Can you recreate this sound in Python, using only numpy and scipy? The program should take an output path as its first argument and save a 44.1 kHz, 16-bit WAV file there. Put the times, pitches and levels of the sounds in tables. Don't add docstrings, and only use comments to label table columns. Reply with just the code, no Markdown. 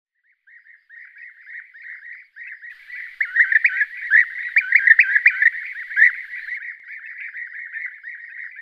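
import sys
import numpy as np
from scipy import signal
from scipy.fft import rfft, irfft, next_fast_len
from scipy.io import wavfile
from scipy.ndimage import uniform_filter1d, minimum_filter1d, map_coordinates

SR = 44100
rng = np.random.default_rng(int(sys.argv[2]) if len(sys.argv) > 2 else 0)


def dump(signal):
    limited = np.clip(np.atleast_2d(signal).T, -1, 1)
    pcm = np.round(limited * 32767).astype(np.int16)
    wavfile.write(sys.argv[1], SR, pcm)


N = 379701

LEAD_S, SECOND_FLICK_S, FLICK_GAP_S, CLOSE_S = .043, .026, .0125, .034


def close_bird(edge_s=.005, echo_db=-19, fizz_db=-58):
    # start_s, loud_s, top_hz, whine_hz, level_db, whine_db
    slurs = [(3.203, 0.016, 2298, 1426, -9.5, -37.5), (3.391, 0.042, 2080, 1543, -8, -29),
             (3.641, .028, 2500, 1510, -8.5, -30), (4.56, 0.033, 2425, 1489, -6.5, -29.5),
             (4.745, 0.021, 2426, 1589, -5, -25), (4.986, .031, 2499, 1547, -4.5, -25.5),
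             (5.254, .029, 2448, 1507, -5, -30.5)]
    # start_s, length_s, pitch_hz, glide_hz, level_db
    pips = [(3.361, 0.011, 1799, -52.5, -17.5), (3.52, 0.011, 1790, -200, -11.5),
            (3.55, 0.023, 1780, -200, -9), (3.804, .027, 1682, -280, -12.5), (4.722, 0.014, 1893, 305, -12),
            (4.871, .013, 1885, -150, -7), (4.9, 0.023, 1786, -150, -4.5), (5.155, .016, 1718, -380, -10),
            (5.42, 0.018, 1737, -27, -10.5), (5.454, 0.019, 1808, 24, -8.5),
            (5.472, .009, 1945, -280, -9.5)]
    # start_s, length_s, pitch_hz, level_db
    rolls = [(4.103, 0.14, 1727, -13), (5.963, .143, 1746, -13)]
    voice = np.zeros(N)
    for start_s, *shape in slurs:
        add(voice, start_s, slur(*shape))
    for start_s, length_s, *shape in pips:
        voice *= 1 - gate(np.arange(N) / SR - start_s, length_s, edge_s)
        t = np.arange(-edge_s / 2, length_s + edge_s / 2, 1 / SR)
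        add(voice, start_s - edge_s / 2, gate(t, length_s, edge_s) * pip(t, length_s, *shape))
    for start_s, length_s, pitch_hz, level_db in rolls:
        add(voice, start_s, amp(level_db) * close_roll(length_s, pitch_hz))
    fizz = amp(fizz_db) * voice * rng.standard_normal(N)
    return voice + fizz + amp(echo_db) * leaf_echo(voice)[:N]


def slur(loud_s, top_hz, whine_hz, level_db, whine_db, soft_db=19, sag_db=6, break_db=9, swell_db=3):
    length_s, attack_s, rise_s, fall_s, climb_s = .19, .01, .029, .033, .11
    start_hz, climb_hz = 1468, 183
    t = np.arange(int(length_s * SR)) / SR
    rise, fall, whine = np.clip([t / rise_s, (t - rise_s) / fall_s, (t - rise_s - fall_s) / climb_s], 0, 1)
    hz = start_hz + (top_hz - start_hz) * rise * (1 + .5 * (1 - rise))
    hz += (whine_hz - top_hz) * np.sin(np.pi / 2 * fall) ** 1.9 + climb_hz * whine ** 2
    onset = np.maximum(1 - t / attack_s, 0) ** 1.7
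    broken = gate(t - loud_s, 1, .005)
    sweep_db = level_db - soft_db * onset - sag_db * rise - break_db * broken
    db = sweep_db + (whine_db - sweep_db) * fall ** 2 + swell_db * whine
    return gate(t - .003, length_s - .006, .006) * close_voice(hz, db)


def pip(t, length_s, pitch_hz, glide_hz, level_db, scoop_hz=190, taper_db=4):
    place = np.clip(2 * t / length_s - 1, -1, 1)
    hz = pitch_hz + glide_hz * place / 2 + scoop_hz * place ** 2
    return close_voice(hz, level_db - taper_db * place ** 2)


def close_roll(length_s, pitch_hz, soft_db=17, dip_db=24, fade_db=20):
    t, pitch, flick, closing = roll_shape(length_s, depth=.26, lift=.1, uneven=.14, pace=1,
                                          flick_s=.0025, later_size=.88, start_pitch=.83, slide=.28)
    onset = np.maximum(1 - t / (LEAD_S + SECOND_FLICK_S), 0) ** 2
    db = -soft_db * onset - dip_db * flick ** 2 - fade_db * closing
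    return unit(gate(t - .002, length_s - .004, .004) * close_voice(pitch_hz * pitch, db))


def roll_shape(length_s, depth, lift, uneven, pace, flick_s, later_size, start_pitch, slide, vary_db=2):
    t = np.arange(int(length_s * SR)) / SR
    jitter, strength = rng.standard_normal((2, 12))
    gaps = np.r_[LEAD_S, SECOND_FLICK_S, np.full(len(jitter) - 2, FLICK_GAP_S)]
    times = np.cumsum(gaps + uneven * FLICK_GAP_S * jitter) / pace
    sizes = np.r_[1, later_size * amp(vary_db * strength[1:])]
    flick = (sizes[:, None] * np.exp(-((t - times[:, None]) / flick_s) ** 2)).max(axis=0)
    closing = np.clip(1 - (length_s - t) / CLOSE_S, 0, 1)
    lead_in = start_pitch + (1 - start_pitch) * np.sin(np.pi / 2 * np.minimum(t / LEAD_S, 1)) ** .796
    lifted = lift * np.clip((t - times[1]) / FLICK_GAP_S + 1, 0, 1)
    pitch = (lead_in + lifted + depth * flick * (1 - closing)) * (1 - slide * closing ** 2)
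    return t, pitch, flick, closing


def close_voice(hz, db, quaver=.02, flutter_db=1.54, reedy_db=5):
    hz = hz * (1 + quaver * wobble(400, len(hz)))
    level = amp(db + flutter_db * wobble(290, len(hz)))
    return level * whistle(hz, octave_db=reedy_db * np.interp(hz, [1550, 1800], [1, 0]))


def whistle(hz, octave_db, upper_db=-12, rasp=.14):
    # overtone_hz, gain_db
    overtones = [(2900, -23), (3300, -43), (3700, -33.5), (4100, -42), (4600, -28.5), (5200, -37),
                 (5800, -34), (6400, -38.5), (7000, -55), (9900, -51), (11000, -51), (13500, -45)]
    phase = 2 * np.pi * np.cumsum(hz) / SR
    shake = rasp * wobble(700, len(hz))
    octave, *upper = [amp(along(overtones, k * hz)) * np.sin(k * phase + k * (k - 1) * shake)
                      for k in range(2, 6)]
    return np.sqrt(2) * (np.sin(phase) + amp(octave_db) * octave + amp(upper_db) * sum(upper))


def flock(dull_db=6, max_share=.7):
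    # start_s, length_s, pitch_hz, level_db, echo_share (0 to 1)
    rolls = [(0.144, 0.056, 2060, -48.5, 0.4), (0.233, 0.11, 1900, -45, 0.1),
             (0.465, 0.13, 1842, -37.5, 0.28), (0.64, .12, 1852, -40.5, .6), (0.892, 0.17, 1868, -40, 0.17),
             (0.956, 0.13, 1860, -43, 0.54), (1.153, .153, 1845, -39.5, .5),
             (1.366, 0.075, 1810, -50.5, 0.12), (1.46, 0.15, 1860, -38.5, 0.3),
             (1.529, .08, 1897, -37, 0.3), (1.735, 0.2, 1860, -41.5, 0), (1.83, 0.17, 1885, -40, 0.18),
             (1.874, 0.091, 1844, -39, 0.5), (2.011, .148, 1891, -38.5, 0.3),
             (2.085, 0.15, 1935, -41.5, 0.3), (2.359, 0.18, 1877, -36, 0.31),
             (2.46, 0.085, 1862, -39, 0.63), (2.615, 0.12, 1917, -37.5, 0.2),
             (2.758, 0.15, 1615, -53.5, 0.2), (2.871, 0.14, 1975, -35.5, .55),
             (2.948, 0.13, 1821, -34, 0.5), (3.335, 0.12, 1870, -22.5, .5), (3.574, 0.12, 1940, -40.5, 0.7),
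             (3.711, .14, 1890, -26.5, .1), (3.855, 0.12, 1822, -45, .4), (4.012, .1, 1937, -30, 0),
             (4.297, 0.14, 1883, -33, 0.2), (4.378, 0.12, 1919, -28, .5), (4.78, 0.17, 1810, -27.5, 0.7),
             (5.085, 0.11, 1938, -22.5, 0.17), (5.199, 0.12, 1990, -30.5, 0.8),
             (5.326, 0.14, 1952, -28, 0.1), (5.521, 0.12, 1860, -31, 0.3), (5.601, 0.14, 1959, -32.5, 0.3),
             (5.745, 0.093, 1890, -32, 0), (5.898, 0.18, 1890, -29, 0.2), (6.064, 0.099, 1820, -37, .55),
             (6.141, .12, 1855, -35.5, .4), (6.274, 0.13, 1914, -34, 0.4), (6.355, 0.12, 1806, -37.5, 0.2),
             (6.471, .121, 1948, -28, .03), (6.598, 0.13, 1868, -32.5, 0.33),
             (6.833, 0.17, 1989, -39.5, 0.2), (6.876, 0.13, 1785, -38.5, 0), (7.021, 0.12, 1810, -40, .15),
             (7.061, 0.11, 1962, -39, .6), (7.196, 0.1, 1856, -34.5, 0.6), (7.335, .149, 1868, -34, .35),
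             (7.529, 0.15, 1830, -33.5, 0.56), (7.723, 0.15, 1828, -31.5, 0.62),
             (7.765, .127, 1927, -33.5, 0.2), (7.903, 0.089, 1830, -43.5, 0),
             (8.031, 0.13, 1892, -34.5, 0.25), (8.171, 0.13, 1883, -38.5, 0.5),
             (8.29, 0.16, 1872, -37, 0.54), (8.371, 0.11, 1883, -33.5, 0.5), (8.554, 0.17, 1859, -34, 0.77)]
    out = np.zeros(N)
    for start_s, length_s, pitch_hz, level_db, echo_share in rolls:
        call = amp(level_db) * far_roll(length_s, pitch_hz, dull_db * echo_share)
        echo_share = min(echo_share, max_share)
        add(out, start_s, np.sqrt(1 - echo_share) * call)
        add(out, start_s, np.sqrt(echo_share) * leaf_echo(call))
    return out


def far_roll(length_s, pitch_hz, dull_db, dip_db=6, fade_db=3, soft_db=3, quaver=.011, flutter_db=1.5):
    # pitch_hz, gain_db
    voice_range = [(1200, -37.5), (1400, -3.5), (1600, -0.5), (1850, 0.5), (2200, 3.5), (2450, 17),
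                   (2700, -14)]
    t, pitch, flick, closing = roll_shape(length_s, depth=.16, lift=.012, uneven=.56, pace=.87,
                                          flick_s=.004, later_size=1, start_pitch=.73, slide=.34)
    hz = pitch_hz * pitch * (1 + quaver * wobble(150, len(t)))
    onset = np.maximum(1 - t / LEAD_S, 0)
    db = along(voice_range, hz) - soft_db * onset - dip_db * flick ** 2 - fade_db * closing ** 2
    level = amp(db + flutter_db * wobble(60, len(t))) * gate(t - .005, length_s - .01, .01)
    octave_db = np.interp(t, [LEAD_S, 2 * LEAD_S], [6, 0])
    return unit(level * whistle(hz, octave_db - dull_db, upper_db=-12 - dull_db, rasp=.07))


def peeps(length_s=.016, arch_hz=130, edge_s=.0017):
    # start_s, pitch_hz, level_db
    notes = [(1.179, 2330, -43), (1.222, 2535, -49), (2.474, 2603, -40), (2.698, 2490, -48),
             (7.059, 2617, -43.5), (8.301, 2520, -48)]
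    out = np.zeros(N)
    t = np.arange(-edge_s / 2, length_s + edge_s / 2, 1 / SR)
    for start_s, pitch_hz, level_db in notes:
        hz = pitch_hz - arch_hz * (2 * t / length_s - 1) ** 2
        peep = gate(t, length_s, edge_s) * whistle(hz, octave_db=-1)
        add(out, start_s - edge_s / 2, amp(level_db) * peep)
    return out


def chorus(count=60, dull_db=8):
    # time_s, level_db
    loudness = [(0, -70), (1.3, -48.5), (2.3, -57.5), (2.8, -48.5), (3.5, -35), (6.5, -38.5), (6.8, -46),
                (7.2, -35), (8, -44.5), (8.6, -44.5)]
    out = np.zeros(N)
    for i, (shift, stretch, detune) in enumerate(rng.uniform(-1, 1, (count, 3))):
        call = far_roll(.13 + .03 * stretch, 1920 + 100 * detune, dull_db)
        start_s = (i + shift / 2) * N / SR / count
        add(out, start_s, call)
        add(out, start_s, leaf_echo(call))
    level_db = np.interp(np.arange(N) / SR, *np.transpose(loudness))
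    return amp(level_db) * unit(out)


def leaf_echo(call, low_hz=1650, high_hz=3000, slope_hz=220, build_s=.0012):
    # frequency_hz, decay_s
    decay = [(1500, 0.23), (2200, 0.31), (6000, 0.088)]
    bands, t, noise = signal.stft(rng.standard_normal(SR // 2), SR, nperseg=256)
    hz = bands[:, None]
    thrown_back = (1 + np.tanh((hz - low_hz) / slope_hz)) / (1 + (hz / high_hz) ** 4)
    envelope = amp(-60 * t / along(decay, hz)) * (1 - np.exp(-t / build_s))
    tail = signal.istft(noise * thrown_back * envelope, SR, nperseg=256)[1]
    echo = signal.fftconvolve(call, tail)
    return echo * np.linalg.norm(call) / np.linalg.norm(echo)


def thin_calls(arch=.1, hoarse=.022, edge_s=.02):
    # start_s, length_s, pitch_hz, level_db
    calls = [(1.815, 0.037, 4280, -67), (2.241, 0.034, 4750, -67), (2.9, 0.067, 4400, -60),
             (4.401, .13, 3910, -53), (6.386, .12, 4200, -56)]
    out = np.zeros(N)
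    for start_s, length_s, pitch_hz, level_db in calls:
        t = np.arange(-edge_s / 2, length_s + edge_s / 2, 1 / SR)
        hz = pitch_hz * (1 - arch * (2 * t / length_s - 1) ** 2 + hoarse * wobble(640, len(t)))
        tone = np.sin(2 * np.pi * np.cumsum(hz) / SR)
        add(out, start_s - edge_s / 2, amp(level_db) * gate(t, length_s, edge_s) * tone)
    return out


def songbird(level_db=-78, length_s=.108, every_s=.199, high_hz=5200, low_hz=4600, sweeps_per_s=30):
    # start_s, end_s
    bouts = [(.565, 1.25), (1.408, 1.42), (1.728, 3.7), (6.65, 7.57), (8.01, 8.52)]
    out = np.zeros(N)
    t = np.arange(int(length_s * SR)) / SR
    for start_s in np.concatenate([np.arange(start, end, every_s) for start, end in bouts]):
        sweep = (t * sweeps_per_s + .11 * wobble(30, len(t))) % 1
        hz = (high_hz + (low_hz - high_hz) * sweep) * (1 + .012 * wobble(400, len(t)))
        swell = np.sqrt(np.sin(np.pi * sweep) * np.sin(np.pi * t / length_s))
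        twitter = amp(level_db) * unit(swell * np.sin(2 * np.pi * np.cumsum(hz) / SR))
        add(out, start_s, twitter)
        add(out, start_s, leaf_echo(twitter))
    return out


def tick(start_s=6.799, spike_db=-29, cutoff_hz=4500):
    out = np.zeros(N)
    add(out, start_s, amp([spike_db]))
    return filtered(out, lambda hz: 1 / (1 + (hz / cutoff_hz) ** 4))


def air(quiet_db=-73, loud_db=-55, loud_from_s=2.7, loud_to_s=6.58, side_db=-13):
    # frequency_hz, gain_db
    colour = [(12, 9), (28, -8.5), (60, -19), (150, -22), (300, -25.5), (900, -22), (1600, 0), (2900, -3),
              (4600, -9.5), (5300, -20.5), (6200, -26), (7000, -27.5), (10500, -26), (13000, -22),
              (14000, -31)]
    middle, side = unit(filtered(rng.standard_normal((2, N)), lambda hz: amp(along(colour, hz))))
    loud = gate(np.arange(N) / SR - loud_from_s, loud_to_s - loud_from_s, .021)
    level_db = quiet_db + (loud_db - quiet_db) * loud
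    return amp(level_db) * (middle + amp(side_db) * np.array([side, -side]))


def thin_hiss(level_db=-88):
    return amp(level_db) * unit(np.diff(rng.standard_normal(N + 1)))


def amp(db):
    return 10 ** (np.asarray(db) / 20)


def unit(x):
    return x / np.sqrt(np.mean(x ** 2) + 1e-20)


def along(points, hz):
    frequencies, values = np.transpose(points)
    return np.interp(np.log(hz + 1), np.log(frequencies), values)


def wobble(rate, size):
    points = rng.standard_normal(int(size * rate / SR) + 4)
    return map_coordinates(points, [np.arange(size) * rate / SR])


def filtered(x, response):
    size = next_fast_len(N + SR // 2)
    return irfft(rfft(x, size) * response(np.fft.rfftfreq(size, 1 / SR)), size)[..., :N]


def add(track, start_s, sound):
    start = int(np.clip(round(start_s * SR), 0, N))
    track[..., start:start + sound.shape[-1]] += sound[..., :N - start]


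def gate(t, length_s, edge_s):
    return np.sin(np.pi / 2 * np.clip(np.minimum(t, length_s - t) / edge_s + .5, 0, 1)) ** 2


def scene(fade_in_s=1.37):
    t = np.arange(N) / SR
    birds = close_bird() + flock() + peeps() + chorus() + songbird() + thin_calls()
    fade = np.minimum(t / fade_in_s, 1) ** 1.2 * gate(t, (N - 200) / SR, .024)
    return fade * (birds * amp([[.1], [-.1]]) + air() + thin_hiss() + tick())


def record(dry, ceiling=.95, top_hz=14000):
    needed = np.minimum(1, ceiling / (np.abs(dry).max(axis=0) + 1e-9))
    held = minimum_filter1d(needed, size=300)
    gain = uniform_filter1d(uniform_filter1d(held, size=150), size=150)
    return filtered(dry * gain, lambda hz: hz < top_hz)


dry = scene()
out = record(dry)
dump(out)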